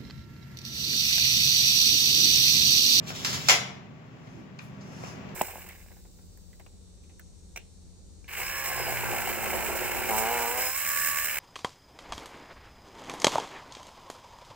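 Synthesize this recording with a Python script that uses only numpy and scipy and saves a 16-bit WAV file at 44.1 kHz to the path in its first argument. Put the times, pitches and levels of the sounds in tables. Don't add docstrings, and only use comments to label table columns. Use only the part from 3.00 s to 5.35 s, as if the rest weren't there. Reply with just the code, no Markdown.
import sys
import numpy as np
from scipy import signal
from scipy.fft import rfft, irfft
from scipy.io import wavfile
from scipy.ndimage import uniform_filter1d, minimum_filter1d

SR = 44100
rng = np.random.default_rng(int(sys.argv[2]) if len(sys.argv) > 2 else 0)


def bounce(signal):
    frames = np.transpose(np.atleast_2d(signal))
    limited = np.clip(frames, -1, 1)
    pcm = np.round(limited * 32767).astype(np.int16)
    wavfile.write(sys.argv[1], SR, pcm)


N = 103635
T = np.arange(N) / SR

# (time [s], level [dB])
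BLADE_RUN = [(0, -69), (.05, -51.5), (.072, -36.5), (.11, -47.5), (.135, -47.5), (.152, -33.5), (.19, -33),
             (.235, -35), (.3, -34), (.335, -34), (.37, -36), (.48, -36.5)]
# (frequency [Hz], level [dB])
BLADE_COLOUR = [(150, -23), (400, -12.5), (900, -8.5), (1500, -3), (2300, 1), (3500, 6), (5000, -2.5),
                (7000, 6), (9000, 1), (12000, 3), (15500, 3.5)]
# (frequency [Hz], width before damping [Hz], level [dB])
BLADE_MODES = [(2370, 15, -7), (4690, 56, -5.5), (5100, 43, -5), (5430, 190, 3), (6930, 144, -10)]
BLADE_RING_DB, BLADE_DAMPING = -10.5, 2.6
BLADE_GRAINS_PER_S, BLADE_SPREAD_DB = 6400, -1.5
FLUTTER_DB, FLUTTER_HZ = 4, 70.7
# (time [s], level [dB], chatter setting [s])
SLAPS = [(0.2475, 4, 0.0029), (0.2572, -8, 0.0025), (0.33, -2.5, .005), (.341, -8, 0.0061)]
# (frequency [Hz], level [dB])
SLAP_COLOUR = [(200, -16), (600, -3.5), (1100, 3.5), (1600, 3.5), (2300, 2), (3500, 1), (5000, 6.5),
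               (7000, 2.5), (15500, -0.5)]

# (time [s], level [dB], chatter setting [s])
SNAP = [(0.4855, 11.5, 0.0019), (0.4888, 8, 0.0028), (0.4955, 10, 0.0026), (.502, 3, 0.005),
        (0.5145, 4.5, 0.0049), (0.527, -4, 0.0055)]
# (frequency [Hz], level [dB])
CRACK_COLOUR = [(60, -42.5), (150, -41), (280, -12.5), (450, 0), (800, 1), (1400, 0.5), (2200, 5),
                (3300, 6), (4500, 2.5), (6500, 2.5), (9000, 4), (15500, -5)]
# (frequency [Hz], width before damping [Hz], level [dB])
CASE_MODES = [(773, 160, -1), (1620, 43, -24), (2143, 180, 0.5), (2560, 105, -7), (3380, 84, 1),
              (3720, 23, -15), (4120, 40, -12.5), (4820, 140, -8), (5170, 150, 2.5), (5790, 44, 6.5),
              (6630, 78, 5), (6990, 35, -26)]
CASE_DB, CASE_DAMPING = -5.5, 1.51
# (frequency [Hz], width [Hz], level [dB])
WALL_MODES = [(549, 130, -2.5), (811, 190, -2.5), (1111, 190, 5.5), (2127, 270, 9)]
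WALL_DB = 10
PUSH_SHARE = 0.28

# (time [s], level [dB], pitch [Hz], width of each filter pass [Hz], chatter setting [s])
KNOCKS = [(0.104, -8.5, 971, 1400, 0.0012), (1.272, -26.5, 1190, 2430, 0.0054),
          (1.589, -20.5, 4310, 6500, 0.0034), (1.591, -17, 1200, 1400, 0.0025),
          (1.5932, -18, 2480, 1200, .001), (1.809, -25, 5500, 2980, 0.017), (2.037, -10, 840, 910, 0.0042),
          (2.047, -22, 2830, 600, .004), (2.291, -29, 4000, 5030, 0.0056)]

# (time [s], level [dB])
SLEEVE_RUB = [(.9, -90), (1.24, -68.5), (1.29, -64.5), (1.39, -64), (1.5, -90.5), (1.6, -65), (1.64, -65),
              (1.7, -69), (1.78, -70), (1.87, -58), (1.97, -53.5), (2.08, -46.5), (2.2, -71), (2.35, -76)]
# (frequency [Hz], level [dB])
SLEEVE_COLOUR = [(200, -4), (700, 9.5), (2000, 4), (4000, -4.5), (5200, 6), (7000, 3.5), (11000, 1.5),
                 (15500, -4)]
# (time [s], peak level [dB], pitch [Hz], length to 1/e [s])
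BRUSHES = [(0.338, -49, 96, 0.059), (1.383, -51, 244, .05), (1.63, -55, 12000, 0.025)]

ENGINE_HZ = 26.07
ENGINE_ORDERS = {4: -67.5, 5: -51.5, 6: -50.5, 7: -56.5, 9: -61, 10: -58, 14: -67, 24: -67.5}
# (frequency [Hz], width of each filter pass [Hz], level [dB])
DRONE = [(117.3, 13, -54), (196.93, 4.5, -51.5), (398.4, 24.5, -65.5), (1142, 13, -67.5)]
# (frequency [Hz], level [dB])
SITE_COLOUR = [(25, -23.5), (45, -12.5), (70, -3), (130, 4), (220, 0.5), (320, -6), (700, -10.5),
               (1400, -15.5), (2700, -20), (3800, -29.5), (7000, -32.5), (10000, -40.5), (15500, -34.5)]
WASH_DB, WASH_WOBBLE_DB = -47, .8
# (time [s], gain [dB])
SITE_SWELL = [(0, 5), (.2, 5.5), (.35, 9), (.55, 3.5), (.8, -0.5), (1.1, -2.5), (1.4, 0), (1.6, -1.5),
              (1.85, 3), (2.1, 4), (2.35, 4.5)]

# (frequency [Hz], time to fall 60 dB [s])
ROOM_T60 = [(150, 0.94), (700, 0.74), (2000, 0.6), (4000, 0.49), (7000, 0.38), (15000, 0.3)]
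ROOM_DB, KNOCK_ROOM_DB = 1.5, -5
DIRECT_DB = -2.5
EARLY_DB, EARLY_T60_S = 4, 0.19
ROOM_BUILD_S = 0.00067
PORT_LAG_S, SHARED_BASS_HZ = 0.0004156, 300
# (frequency [Hz], left level [dB], right level [dB])
PORTS = [(101.3, -3, -2), (194, -2, -3.5), (380, -4, 1), (705, .5, -1.5), (1340, 0, -1.5), (2180, 4, -6),
         (3330, 1.5, 0.5), (6200, -0.5, -1.5), (6800, -9, 1), (7214, -12, 3), (8460, -26, -15.5),
         (10500, -15.5, -7), (13200, -15.5, -13), (15500, -12, -7.5)]
LIMIT_DB, LIMIT_S = -.3, .002
TOP_HZ = 15900


def blade():
    running = T < SNAP[0][0]
    flutter = undb(FLUTTER_DB * walk(FLUTTER_HZ))
    scrape = grains(BLADE_GRAINS_PER_S, BLADE_SPREAD_DB) * flutter * curve(BLADE_RUN) * running
    slaps = sum(undb(db) * contact(at, chatter) for at, db, chatter in SLAPS)
    ring = undb(BLADE_RING_DB) * ringing(BLADE_MODES, BLADE_DAMPING)
    steel = unit_energy(response(BLADE_COLOUR)) + ring
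    return through(scrape, unit_energy(steel)) + through(slaps, unit_energy(response(SLAP_COLOUR)))


def snap():
    blows = sum(undb(db) * contact(at, chatter) for at, db, chatter in SNAP)
    ring = undb(CASE_DB) * ringing(CASE_MODES, CASE_DAMPING)
    clatter = through(blows, unit_energy(response(CRACK_COLOUR)) + ring)
    first = signal.unit_impulse(N, int(SNAP[0][0] * SR))
    hollow = through(first, ringing(WALL_MODES, damping=1))
    return clatter + undb(WALL_DB) * hollow


def knocks():
    total = 0
    for at, db, hz, width, chatter in KNOCKS:
        clack = band(contact(at, chatter), hz, width)
        total = total + undb(db) * unit_energy(clack)
    return total


def sleeve():
    fibres = grains(per_s=8300, spread_db=4.0)
    sound = through(fibres, unit_energy(response(SLEEVE_COLOUR))) * curve(SLEEVE_RUB)
    for at, db, hz, length in BRUSHES:
        swell = np.exp(-((T - at) / length) ** 2)
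        sound = sound + undb(db) * swell * unit(band(rng.standard_normal(N), hz, hz * .8))
    return sound


def site():
    turns = np.cumsum(ENGINE_HZ * (1 + 0.0024 * walk(2.95))) / SR
    port_phase = np.array([[.3], [-.3]])
    hum = 0
    for order, db in ENGINE_ORDERS.items():
        phase = 2 * np.pi * (order * turns + rng.random()) + port_phase
        hum = hum + np.sqrt(2) * undb(db + 1.3 * walk(6.41)) * np.sin(phase)
    air = diffuse_pair()
    drone = sum(undb(db) * unit(band(air, hz, width)) for hz, width, db in DRONE)
    wash = unit(np.array([through(port, response(SITE_COLOUR)) for port in diffuse_pair()]))
    wash_gain = undb(WASH_DB + WASH_WOBBLE_DB * walk(7.3))
    return (hum + drone + wash_gain * wash) * curve(SITE_SWELL)


def room(x, wet_db):
    direct = [np.interp(T - PORT_LAG_S, T, x), x]
    ports = []
    for near, ir in zip(direct, reflections()):
        ports.append(undb(DIRECT_DB) * near + undb(wet_db) * through(x, ir))
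    return np.array(ports)


def reflections(count=14):
    hz = np.fft.rfftfreq(N, 1 / SR)
    centres = np.geomspace(100, 16000, count)
    scatter, tail = rfft(diffuse_pair()), 0
    early = undb(EARLY_DB) * np.exp(-np.log(1000) * T / EARLY_T60_S)
    for centre, share in zip(centres, np.eye(count)):
        part = irfft(scatter * over_hz(hz, list(zip(centres, share))), N)
        late = np.exp(-np.log(1000) * T / over_hz(centre, ROOM_T60))
        tail = tail + part * (early + late)
    build = 1 - np.exp(-T / ROOM_BUILD_S)
    return [unit_energy(port * build) for port in tail]


def diffuse_pair():
    hz = np.fft.rfftfreq(N, 1 / SR)
    shared = 1 / (1 + (hz / SHARED_BASS_HZ) ** 2)
    mid, side = rfft(rng.standard_normal((2, N)))
    mid = mid * np.sqrt((1 + shared) / 2)
    side = side * np.sqrt((1 - shared) / 2)
    return irfft(np.array([mid + side, mid - side]), N)


def contact(at, chatter_s):
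    age = T - at
    fade = (age >= 0) * np.exp(-np.abs(age) / chatter_s)
    spectrum = rfft(rng.standard_normal(N) * fade)
    even = irfft(spectrum / np.abs(spectrum), N)
    burst = unit_energy(even * fade ** .25)
    burst[int(at * SR)] -= PUSH_SHARE
    return unit_energy(burst)


def grains(per_s, spread_db):
    struck = rng.random(N) < per_s / SR
    sign = rng.choice([-1, 1], N)
    size = undb(spread_db * np.minimum(rng.exponential(size=N), 4))
    return unit(struck * sign * size)


def ringing(modes, damping):
    tap = signal.unit_impulse(N)
    return unit_energy(sum(undb(db) * resonate(tap, hz, width * damping) for hz, width, db in modes))


def resonate(x, hz, width):
    return signal.lfilter(*signal.iirpeak(hz, hz / min(width, SR / 4), fs=SR), x)


def band(x, hz, width):
    return resonate(resonate(x, hz, width), hz, width)


def response(points, size=4096):
    gain = undb(over_hz(np.fft.rfftfreq(size, 1 / SR), points))
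    cepstrum = irfft(np.log(gain))
    cepstrum[1:size // 2] *= 2
    cepstrum[size // 2 + 1:] = 0
    return np.pad(irfft(np.exp(rfft(cepstrum))), (0, N - size))


def through(x, ir):
    return signal.fftconvolve(x, ir)[:N]


def walk(rate):
    k = int(SR / rate)
    steps = np.repeat(rng.standard_normal(N // k + 1), k)
    return unit(uniform_filter1d(uniform_filter1d(steps, k), k)[:N])


def curve(points):
    return undb(np.interp(T, *np.array(points).T))


def over_hz(hz, points):
    f, value = np.array(points).T
    return np.interp(np.log(np.maximum(hz, 1)), np.log(f), value)


def undb(db):
    return 10 ** (np.asarray(db) / 20)


def unit(x):
    return x / np.sqrt(np.mean(x ** 2))


def unit_energy(ir):
    return ir / np.sqrt(np.sum(ir ** 2))


def scene():
    tape_and_sleeve = room(blade() + sleeve(), ROOM_DB) + room(snap(), ROOM_DB)
    return tape_and_sleeve + room(knocks(), KNOCK_ROOM_DB) + site()


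def record(dry):
    ports = []
    for k in range(2):
        colour = [(row[0], row[k + 1]) for row in PORTS]
        ports.append(through(dry[k], response(colour)))
    coloured = np.array(ports)
    hold = int(LIMIT_S * SR)
    ceiling = undb(LIMIT_DB)
    allowed = ceiling / np.maximum(np.abs(coloured).max(axis=0), ceiling)
    gain = uniform_filter1d(minimum_filter1d(allowed, 2 * hold), hold)
    top_cut = signal.ellip(10, .1, 80, TOP_HZ, fs=SR, output="sos")
    return signal.sosfilt(top_cut, coloured * gain)


dry = scene()
out = record(dry)
bounce(out)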